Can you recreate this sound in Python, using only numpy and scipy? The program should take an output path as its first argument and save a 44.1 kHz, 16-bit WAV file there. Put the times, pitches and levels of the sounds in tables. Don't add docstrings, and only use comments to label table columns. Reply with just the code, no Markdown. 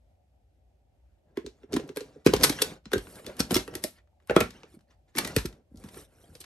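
import sys
import numpy as np
from scipy import signal
from scipy.fft import rfft, irfft
from scipy.io import wavfile
from scipy.ndimage import uniform_filter1d

SR = 44100
rng = np.random.default_rng(int(sys.argv[2]) if len(sys.argv) > 2 else 0)


def to_linear_factor(level_db):
    exponent = np.asarray(level_db, float) / 20
    return 10 ** exponent


def put_to_file(sound):
    columns = np.atleast_2d(sound).T
    safe = np.clip(columns, -1, 1)
    whole_steps = np.round(safe * 32767)
    wavfile.write(sys.argv[1], SR, whole_steps.astype(np.int16))


N = 284445
HZ = np.fft.rfftfreq(N, 1 / SR) + 1e-3
OPPOSED = np.array([[1], [-1]])

# (pitch [Hz], level [dB], t60 [s])
BOX_MODES = [(190, -3, .07), (240, -1, .06), (305, 0, .05), (390, 0, .06), (455, 0, .06), (525, 1, .045),
             (610, -1, .035), (720, -6, .035), (1350, -9, .04), (1600, -11, .03)]


def level(x):
    return x / np.sqrt(np.mean(x ** 2))


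def across(table):
    hz, value = np.transpose(table)
    return np.interp(np.log(HZ), np.log(hz), value)


def band(x, lo_hz, hi_hz):
    return signal.sosfilt(signal.butter(2, [lo_hz, hi_hz], "band", fs=SR, output="sos"), x)


def ring(x, hz, t60_s):
    r = np.exp(-np.log(1000) / (t60_s * SR))
    w = 2 * np.pi * hz / SR
    return signal.lfilter([0, r * np.sin(w)], [1, -2 * r * np.cos(w), r * r], x)


def add(out, start_s, x):
    i = int(start_s * SR)
    out[..., i:i + x.shape[-1]] += x[..., :N - i]


def drift(samples):
    return level(uniform_filter1d(rng.standard_normal(N), size=samples))


def grit(spread_db):
    size_db = np.minimum(spread_db * rng.exponential(size=N), 15)
    return level(rng.standard_normal(N) * to_linear_factor(size_db))


def shell(x, plain_db):
    # (centre [Hz], width [Hz], level [dB])
    resonances = [(1530, 1400, 4.5), (2530, 1800, 0), (4390, 600, 13.5), (5820, 2100, 17.5),
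                  (9180, 500, -20.5), (10630, 2500, 24.5)]
    modes = sum(to_linear_factor(db) * w / SR * ring(x, f, 2.2 / max(w, 400)) for f, w, db in resonances)
    return level(level(modes) + to_linear_factor(plain_db) * x)


def three_bands(x):
    low = across([(500, 0), (900, 1), (1800, 1), (4500, 0)])
    top = across([(6500, 0), (9500, 1)])
    middle = across([(1800, 0), (4500, 1)]) - top
    spectrum = rfft(x)
    return np.array([level(irfft(spectrum * share, N)) for share in (low, middle, top)])


def air():
    # (frequency [Hz], density [dB per Hz])
    spectrum_db = [(15, -63), (25, -34.5), (50, -6), (62, -2.5), (72, -7.5), (82, -7), (177, -26),
                   (197, -23), (472, -32), (590, -23), (660, -28), (741, -24.5), (1050, -44.5),
                   (14000, -53.5)]
    # (frequency [Hz], side minus mid [dB])
    side_db = [(60, -12.5), (110, -22.5), (200, -8), (380, -3.5), (700, -2), (1290, -3), (2380, 3.5),
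               (4400, -1.5), (8120, -6), (15000, -9)]
    air_db, waver_db, murmur_db = -66.5, 0.8, 2.5
    mid, side = rfft(rng.standard_normal((2, N))) * to_linear_factor(across(spectrum_db))
    side = side * to_linear_factor(across(side_db))
    both = np.array([mid + side, mid - side])
    centres_hz = 350 * 1.2 ** np.arange(7)
    murmurs = [across([(hz / 1.2, 0), (hz, 1), (hz * 1.2, 0)]) for hz in centres_hz]
    total = irfft(both * (1 - sum(murmurs)), N) * to_linear_factor(waver_db * drift(3500))
    for murmur in murmurs:
        total = total + irfft(both * murmur, N) * to_linear_factor(murmur_db * drift(3500))
    return to_linear_factor(air_db) * level(total)


def walls():
    # (centre [Hz], t60 [s], level [dB], share unlike in left and right)
    echo_bands = [(98, 0.31, -8.5, .05), (426, 0.16, -10, .35), (1500, 0.15, -7.5, 1),
                  (4800, 0.15, -11.5, 0.9), (10900, 0.065, -14.5, 0.18)]
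    build_s = 0.0065
    t, tail = np.arange(SR // 2) / SR, 0
    for hz, t60_s, db, unlike in echo_bands:
        mid, side = (band(rng.standard_normal(len(t)), hz / 2, min(2 * hz, 15000)) for _ in range(2))
        fade = np.exp(-np.log(1000) * t / t60_s) * np.minimum(t / build_s, 1)
        both = mid + unlike * side * OPPOSED
        tail = tail + to_linear_factor(db) * both * fade / np.sqrt(np.sum(fade ** 2))
    return tail


def room(x):
    places = 9
    step = N // places + 1
    fade = np.hanning(2 * step)
    wide = np.r_[np.zeros(step), x, np.zeros(2 * step)]
    out = np.zeros((2, len(wide) + SR))
    for i in range(0, N + step, step):
        echo = signal.fftconvolve((wide[i:i + 2 * step] * fade)[None], walls(), axes=1)
        out[:, i:i + echo.shape[1]] += echo
    return out[:, step:step + N]


def touch(start_s, end_s):
    t, let_go_s = np.arange(N) / SR, 0.025
    return np.clip(np.minimum(t - start_s, end_s - t) / let_go_s + 1, 0, 1)


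def ease(start_s, hardest_s, end_s):
    return np.interp(np.arange(N) / SR, [start_s, hardest_s, end_s], [1, 0, 1])


def wander(x):
    shift_db, total = 2.6, 0
    for hz in np.geomspace(600, 9000, num=13):
        total = total + band(x, hz / 1.12, hz * 1.12) * to_linear_factor(shift_db * drift(700))
    return level(total)


def rub():
    # (touch [s], hardest [s], let go [s], rumble [dB], hiss over rumble [dB])
    drags = [(1.25, 1.286, 1.44, -64, -29), (1.53, 1.644, 1.65, -63, -12.5), (1.7, 1.725, 1.907, -41, -31),
             (2.03, 2.06, 2.23, -55, -14.5), (2.335, 2.345, 2.36, -45, -5),
             (2.395, 2.41, 2.5, -28.5, -18.5), (2.5, 2.52, 2.56, -38, -12), (2.56, 2.59, 2.71, -42, -4),
             (2.67, 2.726, 2.77, -45, -13.5), (3.26, 3.28, 3.325, -45, -21),
             (3.355, 3.38, 3.75, -47, -16.5), (3.52, 3.555, 3.6, -36, -4), (3.7, 3.73, 3.76, -47, -18),
             (3.75, 3.77, 3.83, -47, -36), (3.93, 3.985, 4.0, -71, 3), (4.22, 4.225, 4.26, -70, -8),
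             (4.52, 4.54, 4.67, -54, -11), (5.17, 5.172, 5.2, -42, -12), (5.18, 5.2, 5.33, -44, -6),
             (5.22, 5.27, 5.366, -41, -14), (5.47, 5.49, 5.61, -54, -24.5), (4.895, 4.91, 4.94, -66, -7),
             (5.075, 5.085, 5.13, -70, -6)]
    # (touch [s], hardest [s], let go [s], rumble [dB], hiss over rumble [dB])
    slides = [
        (0.9, 1.0, 0.97, -76, -31),
        (2.99, 3.04, 3.38, -55.5, -8.5),
        (3.08, 3.17, 3.24, -54.5, -10.5),
        (4.69, 4.75, 4.76, -61, -9),
        (5.72, 5.8, 6.03, -58.5, -20.5),
        (5.93, 5.99, 6.046, -52, -5),
        (6.08, 6.23, 6.46, -60, -12),
        (6.345, 6.37, 6.35, -61, 0),
        (6.37, 6.42, 6.36, -56, -4.5),
        (5.8, 5.85, 5.97, -61.5, -8.5),
    ]
    # (touch [s], hardest [s], let go [s], level [dB])
    palms = [
        (0.8, 1.2, 1.2, -87.5),
        (3.13, 3.186, 3.215, -64),
        (3.262, 3.298, 3.37, -56),
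        (3.93, 3.98, 4.02, -72.5),
        (4.5, 4.578, 4.75, -71),
        (4.884, 4.922, 4.94, -76),
        (5.827, 5.845, 5.9, -66),
        (5.915, 5.952, 5.9, -58.5),
        (6.071, 6.118, 6.2, -74),
    ]
    ease_rumble_db, ease_hiss_db, ease_palm_db = 10, 12, 13.5
    dull, hiss, rumble, top = np.zeros((4, N))
    # strokes, lower mids over hiss [dB], top over hiss [dB]
    for strokes, low_db, top_db in ((drags, 0.5, -8.5), (slides, -2.5, 6)):
        for start_s, hardest_s, end_s, db, hiss_db in strokes:
            contact, light = touch(start_s, end_s), ease(start_s, hardest_s, end_s)
            grain = contact * to_linear_factor(db + hiss_db - ease_hiss_db * light)
            dull += to_linear_factor(low_db) * grain
            hiss += grain
            top += to_linear_factor(top_db) * grain
            rumble += contact * to_linear_factor(db - ease_rumble_db * light)
    for start_s, hardest_s, end_s, db in palms:
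        dull += touch(start_s, end_s) * to_linear_factor(db - ease_palm_db * ease(start_s, hardest_s, end_s))
    patchy = to_linear_factor(1.6 * np.array([drift(250) for _ in range(4)]))
    low, mid, high = three_bands(shell(grit(3.2), 4))
    low, mid = wander(low), wander(mid)
    shake = rng.standard_normal(N) * patchy[3]
    body = level(sum(to_linear_factor(db) * ring(shake, f, t60_s) for f, db, t60_s in BOX_MODES))
    body = body + to_linear_factor(-6.0) * level(band(shake, 50, 470))
    grains = dull * low * patchy[0] + hiss * mid * patchy[1] + top * high * patchy[2]
    return grains + to_linear_factor(-5.0) * rumble * body


def sizzle():
    # (time [s], level [dB], length [ms])
    puffs = [(1.97, -65, .6), (2.261, -56, .6), (2.433, -48, .6), (2.933, -55, 3.5), (3.264, -67.5, 2),
             (3.402, -66, 3), (3.515, -66, 6), (3.53, -60, 58), (3.541, -48.5, 5), (3.554, -52.5, 5.2),
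             (3.564, -46, 4), (4.363, -66, 1), (4.405, -50, 2), (2.618, -60, 4), (5.184, -56, .6),
             (5.274, -59, .6), (5.364, -69, 0.55)]
    gain_db, decay_s = 42, 0.0011
    shape, t = np.zeros(N), np.arange(4000) / SR
    for s, db, ms in puffs:
        add(shape, s, to_linear_factor(db + gain_db) * np.exp(-np.maximum(t - ms / 1000, 0) / decay_s))
    top = across([(12600, 0), (13200, 1), (16200, 1), (16500, 0)])
    return shape * level(irfft(rfft(grit(2.1)) * top, N))


def rings():
    # (time [s], level [dB], pitch [Hz], pitch [Hz])
    box_rings = [(1.373, -51, 1970, 1120), (1.731, -50, 2870, 950), (1.738, -44, 4770, 3620),
                 (1.764, -42, 1010, 3550), (1.963, -56, 1510, 3330), (1.97, -46, 1625, 4220),
                 (2.006, -56, 1400, 5900), (2.263, -30.5, 2470, 1530), (2.334, -34, 840, 4960),
                 (2.41, -44, 2440, 4705), (2.433, -20.5, 5340, 4540), (2.435, -25, 6000, 1530),
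                 (2.447, -29.5, 6000, 1484), (2.495, -39, 3540, 4480), (2.523, -45.5, 1798, 3300),
                 (2.589, -44, 1660, 3456), (2.618, -25.5, 4434, 3440), (2.62, -30, 5560, 9496),
                 (2.855, -52, 4100, 5240), (2.933, -29.5, 1570, 3750), (2.979, -48, 1626, 4500)]
    # (time [s], level [dB], pitch [Hz], pitch [Hz])
    tape_rings = [(3.264, -47.5, 3470, 5400), (3.402, -28, 4390, 5415), (3.508, -35, 717, 2994),
                  (3.543, -26, 5330, 9560), (3.555, -30.5, 3394, 5370), (3.565, -33, 2130, 5320),
                  (3.677, -51, 1884, 2690), (3.752, -45.5, 1904, 3500), (3.839, -38, 5610, 2045),
                  (4.13, -75, 741.5, 878), (4.275, -68, 1035, 1550), (4.296, -34, 1486, 2700),
                  (4.308, -35, 784, 1760), (4.364, -24, 1308, 3340), (4.372, -33.5, 1410, 2400),
                  (4.408, -28, 1361, 2575), (4.412, -32, 1319, 2535), (5.17, -38, 2247, 5512),
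                  (5.184, -35, 5590, 2250), (5.209, -44, 4209, 1927), (5.248, -38.5, 3740, 1950),
                  (5.274, -42.5, 1930, 5930), (5.364, -32.5, 4470, 1790), (5.384, -40, 4050, 1750),
                  (5.455, -48.5, 5340, 1725), (5.97, -58, 1350, 1701), (6.24, -62, 688, 3220),
                  (6.3, -70.5, 1600, 1450), (6.403, -46, 8550, 8107)]
    t60_s, rise_s, gain_db, loss_power = 0.037, 0.0016, 9.5, 0.35
    out, t = np.zeros(N), np.arange(5000) / SR
    for s, db, one_hz, two_hz in box_rings + tape_rings:
        for hz, pitch_db in ((one_hz, 0), (two_hz, -2.5)):
            decay = to_linear_factor(-60 * t / t60_s * (hz / 2000) ** loss_power)
            fade = np.minimum(t / rise_s, 1) * decay
            add(out, s, to_linear_factor(db + pitch_db + gain_db) * fade * np.sin(2 * np.pi * hz * t))
    return out


def cracks():
    # (time [s], peak [dB], lower mids [dB], top [dB])
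    turn_cracks = [(1.3708, -38.5, 8, -5.5), (1.4624, -34, -7, -13), (1.6318, -63.5, 16, -18),
                   (1.7225, -42, -5, -3), (1.73, -31, -2, -14), (1.7385, -27, -5, -5),
                   (1.797, -41.5, 3, -24), (1.838, -58, 0, -12), (1.876, -56, -14, 4), (1.89, -41, 0, -16),
                   (1.96, -39.5, -6, 0), (1.97, -32, 3, 2.5), (2.006, -35, -7, -14)]
    # (time [s], peak [dB], lower mids [dB], top [dB])
    open_cracks = [(2.2623, -17, -4, -5), (2.336, -17.5, 4, -2), (2.363, -27, -4, -13),
                   (2.41, -29, -11.5, -12), (2.433, -12.5, -3, 0), (2.438, -13, -6, 0),
                   (2.4458, -19.5, -12, 2), (2.399, -39, 0, -4), (2.425, -31, -11, -12),
                   (2.524, -32, -3, -10.5), (2.5877, -39.5, 9, -3), (2.855, -39, -2, -26),
                   (2.917, -40, 8, -4), (2.979, -33.5, -2, -2), (3.0694, -53.5, 11.5, -10),
                   (3.244, -50, 7, -15), (3.264, -31.5, -7, -7), (3.279, -51, -10, 3),
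                   (3.367, -44.5, -14, 1), (3.155, -46, -5, 3), (3.297, -54.5, 15.5, -10),
                   (3.517, -31.5, 3.5, 7), (3.554, -24, -4, 3), (3.5652, -19, -5, -6),
                   (3.677, -44.5, 9.5, 5), (3.7373, -43.5, 5.5, -8), (3.7517, -27.5, -2, 1),
                   (3.8383, -19, -8.5, 3)]
    # (time [s], peak [dB], lower mids [dB], top [dB])
    lay_cracks = [(4.073, -76, 10, -12), (4.2, -69.5, 10, -14.5), (4.2722, -55, -4.5, 8),
                  (4.2963, -33.5, 12, -14), (4.306, -38.5, 10.5, -1.5), (4.4046, -21, 1.5, -1),
                  (4.409, -30, 10, -26), (4.505, -39, -5, -8.5), (4.79, -63, 3, -7), (4.807, -65, -1, 1),
                  (4.632, -46.5, 5, -20), (5.151, -40.5, 5, -8.5), (5.161, -40.5, 3, 8.5),
                  (5.274, -32, -6, 2.5), (5.363, -15, -3, -1), (5.383, -29, 4.5, -9),
                  (5.526, -51.5, 2.5, -16), (5.757, -58, -12, -1), (5.7719, -46.5, -32, -3),
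                  (5.798, -64, -13, 10), (5.8379, -44, 1.5, -2), (6.2418, -63, -8, -20),
                  (6.351, -41, -5, -4), (6.02, -58, -7, 4), (6.414, -44, -5, -1), (6.44, -44, 3.5, -8)]
    # (time [s], peak [dB], lower mids [dB], top [dB], length [ms])
    scrapes = [(1.7596, -33.5, 5.5, -5, 9), (2.2662, -25, 5.5, -7, 6.6), (2.434, -14.5, -5.5, -1, 11.5),
               (2.4916, -23.5, -2, -3, 8), (2.615, -16, -5, 1.5, 7.9), (2.93, -24.5, 4, -1, 5.9),
               (3.389, -30, -1.5, 1.5, 11.6), (3.4004, -20, -5.5, -4, 5.4), (3.506, -26, 0, -2, 4.7),
               (3.541, -18, -12.5, -5, 5), (4.361, -22, 10, -4, 4.5), (5.166, -33.5, -2, -6, 8.7),
               (5.1791, -19, -2, 1, 8.75), (5.245, -28, -2, -7, 6), (5.451, -33.5, -5.5, 0, 10.2),
               (5.94, -49, 1, -10, 6.2), (5.883, -48.5, 1.5, -3, 8.3), (6.398, -43.5, -15, 0, 14.5)]
    # (time [s], left minus right [dB])
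    hands_pan = [
        (1.3, 1.5),
        (2.5, 2),
        (3.7, 2.5),
        (4.3, 2.5),
        (5.3, 1.5),
        (6.4, 1.5),
    ]
    crack_ms, creep_s, creep_db = 1.5, 0.0096, -25
    shape, t = np.zeros((3, 2, N)), np.arange(6000) / SR
    creak = to_linear_factor(creep_db - 8.7 * np.arange(700)[::-1] / SR / creep_s)
    short = [(*row, crack_ms) for row in turn_cracks + open_cracks + lay_cracks]
    for s, db, low_db, top_db, ms in short + scrapes:
        hold_s = max(ms, .2) / 1000
        pan_db = np.interp(s, *np.transpose(hands_pan))
        after = np.maximum(t - hold_s, 0)
        rise = np.minimum(t / (.55 * hold_s + 0.0005), 1) ** 2
        rattle = to_linear_factor(-18.5) * np.exp(-after / 0.032)
        burst = rise * (np.exp(-after / 0.0024) + rattle)
        gains = to_linear_factor(db - 7.5 + np.add.outer([low_db, 0, top_db], [pan_db / 2, -pan_db / 2]))
        add(shape, s, gains[..., None] * burst)
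        add(shape, s - len(creak) / SR, gains[..., None] * creak)
    mid, side = (three_bands(shell(grit(2.6), -4))[:, None] for _ in range(2))
    return np.sum(shape * (mid + 0.42 * side * OPPOSED), axis=0)


def knocks():
    # (time [s], peak [dB], main pitch [Hz], seat thump [dB])
    box_knocks = [(1.372, -25, 372, -27), (1.444, -37.5, 369, -7.5), (1.466, -35.5, 383, -21),
                  (1.635, -43.5, 380, -21.5), (1.723, -33, 354, -12), (1.733, -23, 367, -12),
                  (1.747, -24.5, 292, -12), (1.763, -19, 341, -29), (1.794, -32.5, 435, -40.5),
                  (1.836, -37.5, 293, -36.5), (1.894, -36, 389, -19.5), (1.962, -33.5, 457, -30.5),
                  (1.967, -25.5, 445, -32), (2.008, -33, 435, -25.5), (2.158, -43, 440, -22),
                  (2.264, -4, 330.4, -23.5), (2.281, -22.5, 230, -28.5), (2.335, -11, 421, -16),
                  (2.361, -27, 198, -13.5), (2.419, -31.5, 206, -30.5), (2.439, -18.5, 467.3, -27),
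                  (2.496, -21.5, 319, -14), (2.618, -23, 457, -44.5), (2.724, -55.5, 232, -20),
                  (2.858, -40.5, 229, -10), (2.918, -36.5, 400, -20), (2.934, -18.5, 391, -23),
                  (2.956, -23, 404, -6.5), (2.968, -31, 318, -8), (3.071, -47, 295, -15)]
    # (time [s], peak [dB], main pitch [Hz], seat thump [dB])
    lift_knocks = [(3.193, -46, 552, -24), (3.268, -36.5, 412, -23.5), (3.292, -36, 560, -31.5),
                   (3.401, -19, 236.7, -16), (3.508, -21, 362, -20.5), (3.523, -20.5, 203.9, -22),
                   (3.561, -17, 330, -17), (3.68, -34.5, 419, -29), (3.751, -32, 355.5, -36),
                   (3.84, -28.5, 325.8, -26), (3.842, -29.5, 609, -31), (4.297, -16, 442, -22),
                   (4.308, -16.5, 526, -26.5), (4.365, -4, 399.6, -28.5), (4.4092, -15, 420, -17),
                   (4.417, -19, 250, -20), (4.635, -46, 452, -21.5), (4.738, -49, 323, -36),
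                   (4.765, -47, 223.4, -40)]
    # (time [s], peak [dB], main pitch [Hz], seat thump [dB])
    lay_knocks = [(5.152, -36, 330, -14), (5.169, -29.5, 230, -21), (5.184, -31.5, 350, -32),
                  (5.245, -33.5, 245, -43), (5.275, -58, 350, -5), (5.363, -18, 450, -3.5),
                  (5.448, -29.5, 360, -1), (5.713, -50, 234, -2), (5.742, -42.5, 218, -14.5),
                  (5.761, -55.5, 198.7, 13), (5.842, -36.5, 195.2, -9), (5.856, -46, 228, -2),
                  (5.965, -41.5, 403, -7), (6.234, -57, 545, -1), (6.29, -50.5, 151, -0.5),
                  (6.315, -51, 163, -1), (6.349, -51, 487, -5), (6.402, -52, 358, -6.5)]
    hardness = (0.75, 0.53, 0.81)
    crest_ms, softer_ms_per_db = 1.63, 0.26
    box_db, push_s = -14, 0.00088
    seat_hz, seat_sag_s, seat_t60_s = 50, .0075, 0.16
    blows = box_knocks + lift_knocks + lay_knocks
    shares = np.repeat(hardness, [len(box_knocks), len(lift_knocks), len(lay_knocks)])
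    out, chance = np.zeros(N), rng.standard_normal((len(blows), 2 * len(BOX_MODES)))
    width = int(push_s * SR)
    push = np.r_[np.hanning(width) * 2 / width, np.zeros(9000)]
    t = np.arange(len(push)) / SR
    for (s, db, hz, thump_db), c, share in zip(blows, chance, shares):
        ms = share * (crest_ms - softer_ms_per_db * db)
        age = t / (np.clip(ms, 2.1, 6.5) / 1000)
        phase = 2 * np.pi * np.cumsum(hz * (.9 + .4 * np.exp(-age))) / SR
        flex = np.sin(phase) + to_linear_factor(-7.5) * np.sin(0.71 * phase + 2 * c[0])
        blow = band(age ** 2 * np.exp(2 * (1 - age)) * flex, 125, 6000)
        swell = np.minimum(age, 1)
        for (f, mode_db, t60_s), jitter, size in zip(BOX_MODES, c[::2], c[1::2]):
            blow += swell * size * to_linear_factor(mode_db + box_db) * ring(push, f * (1 + 0.011 * jitter), t60_s)
        skin = np.sin(2 * np.pi * np.cumsum(seat_hz + hz * np.exp(-t / seat_sag_s)) / SR)
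        seat = to_linear_factor(-3) * ring(push, 110, 0.12) + to_linear_factor(2.5) * skin * to_linear_factor(-60 * t / seat_t60_s)
        blow += swell * to_linear_factor(thump_db) * seat
        add(out, s, to_linear_factor(db) * blow)
    return out


def scene():
    near = cracks() + knocks() + rub() + rings()
    return near + room(near.mean(axis=0)) + air() + sizzle()


def low_pass(x):
    return signal.sosfilt(signal.butter(12, 16480, fs=SR, output="sos"), x)


def record(dry):
    # (frequency [Hz], level [dB])
    mic_db = [(20, -17), (50, -3.5), (9500, -5.5), (9800, -7), (10200, -32), (10700, -3), (11900, -1),
              (12700, -22), (14000, -31), (16000, -36.5)]
    # (frequency [Hz], left minus right [dB])
    lean_db = [(60, 1), (110, 0), (200, 0.5), (380, -2.5), (700, 1.5), (1290, -1), (2380, 0.5), (4400, -1),
               (8120, -0.5), (15000, -1.5)]
    # (frequency [Hz], left leads [rad])
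    lead_rad = [(1, 0), (300, .1), (700, .8), (1550, .6), (2600, 1.4), (5900, .7), (7400, 1), (8900, -.4),
                (10250, -np.pi), (11500, -5.7), (13000, -6.9)]
    # (frequency [Hz], level [dB])
    top_db = [(12900, 0), (13400, -15), (16200, -15), (16500, -70)]
    half = OPPOSED / 2
    ports = to_linear_factor(across(mic_db) + half * across(lean_db))
    ports = ports * np.exp(1j * half * np.interp(HZ, *np.transpose(lead_rad)))
    limited = 1.239 * np.tanh(irfft(rfft(dry) * ports, N) / 0.68)
    return low_pass(irfft(rfft(limited) * to_linear_factor(across(top_db)), N))


dry = scene()
out = record(dry)
put_to_file(out)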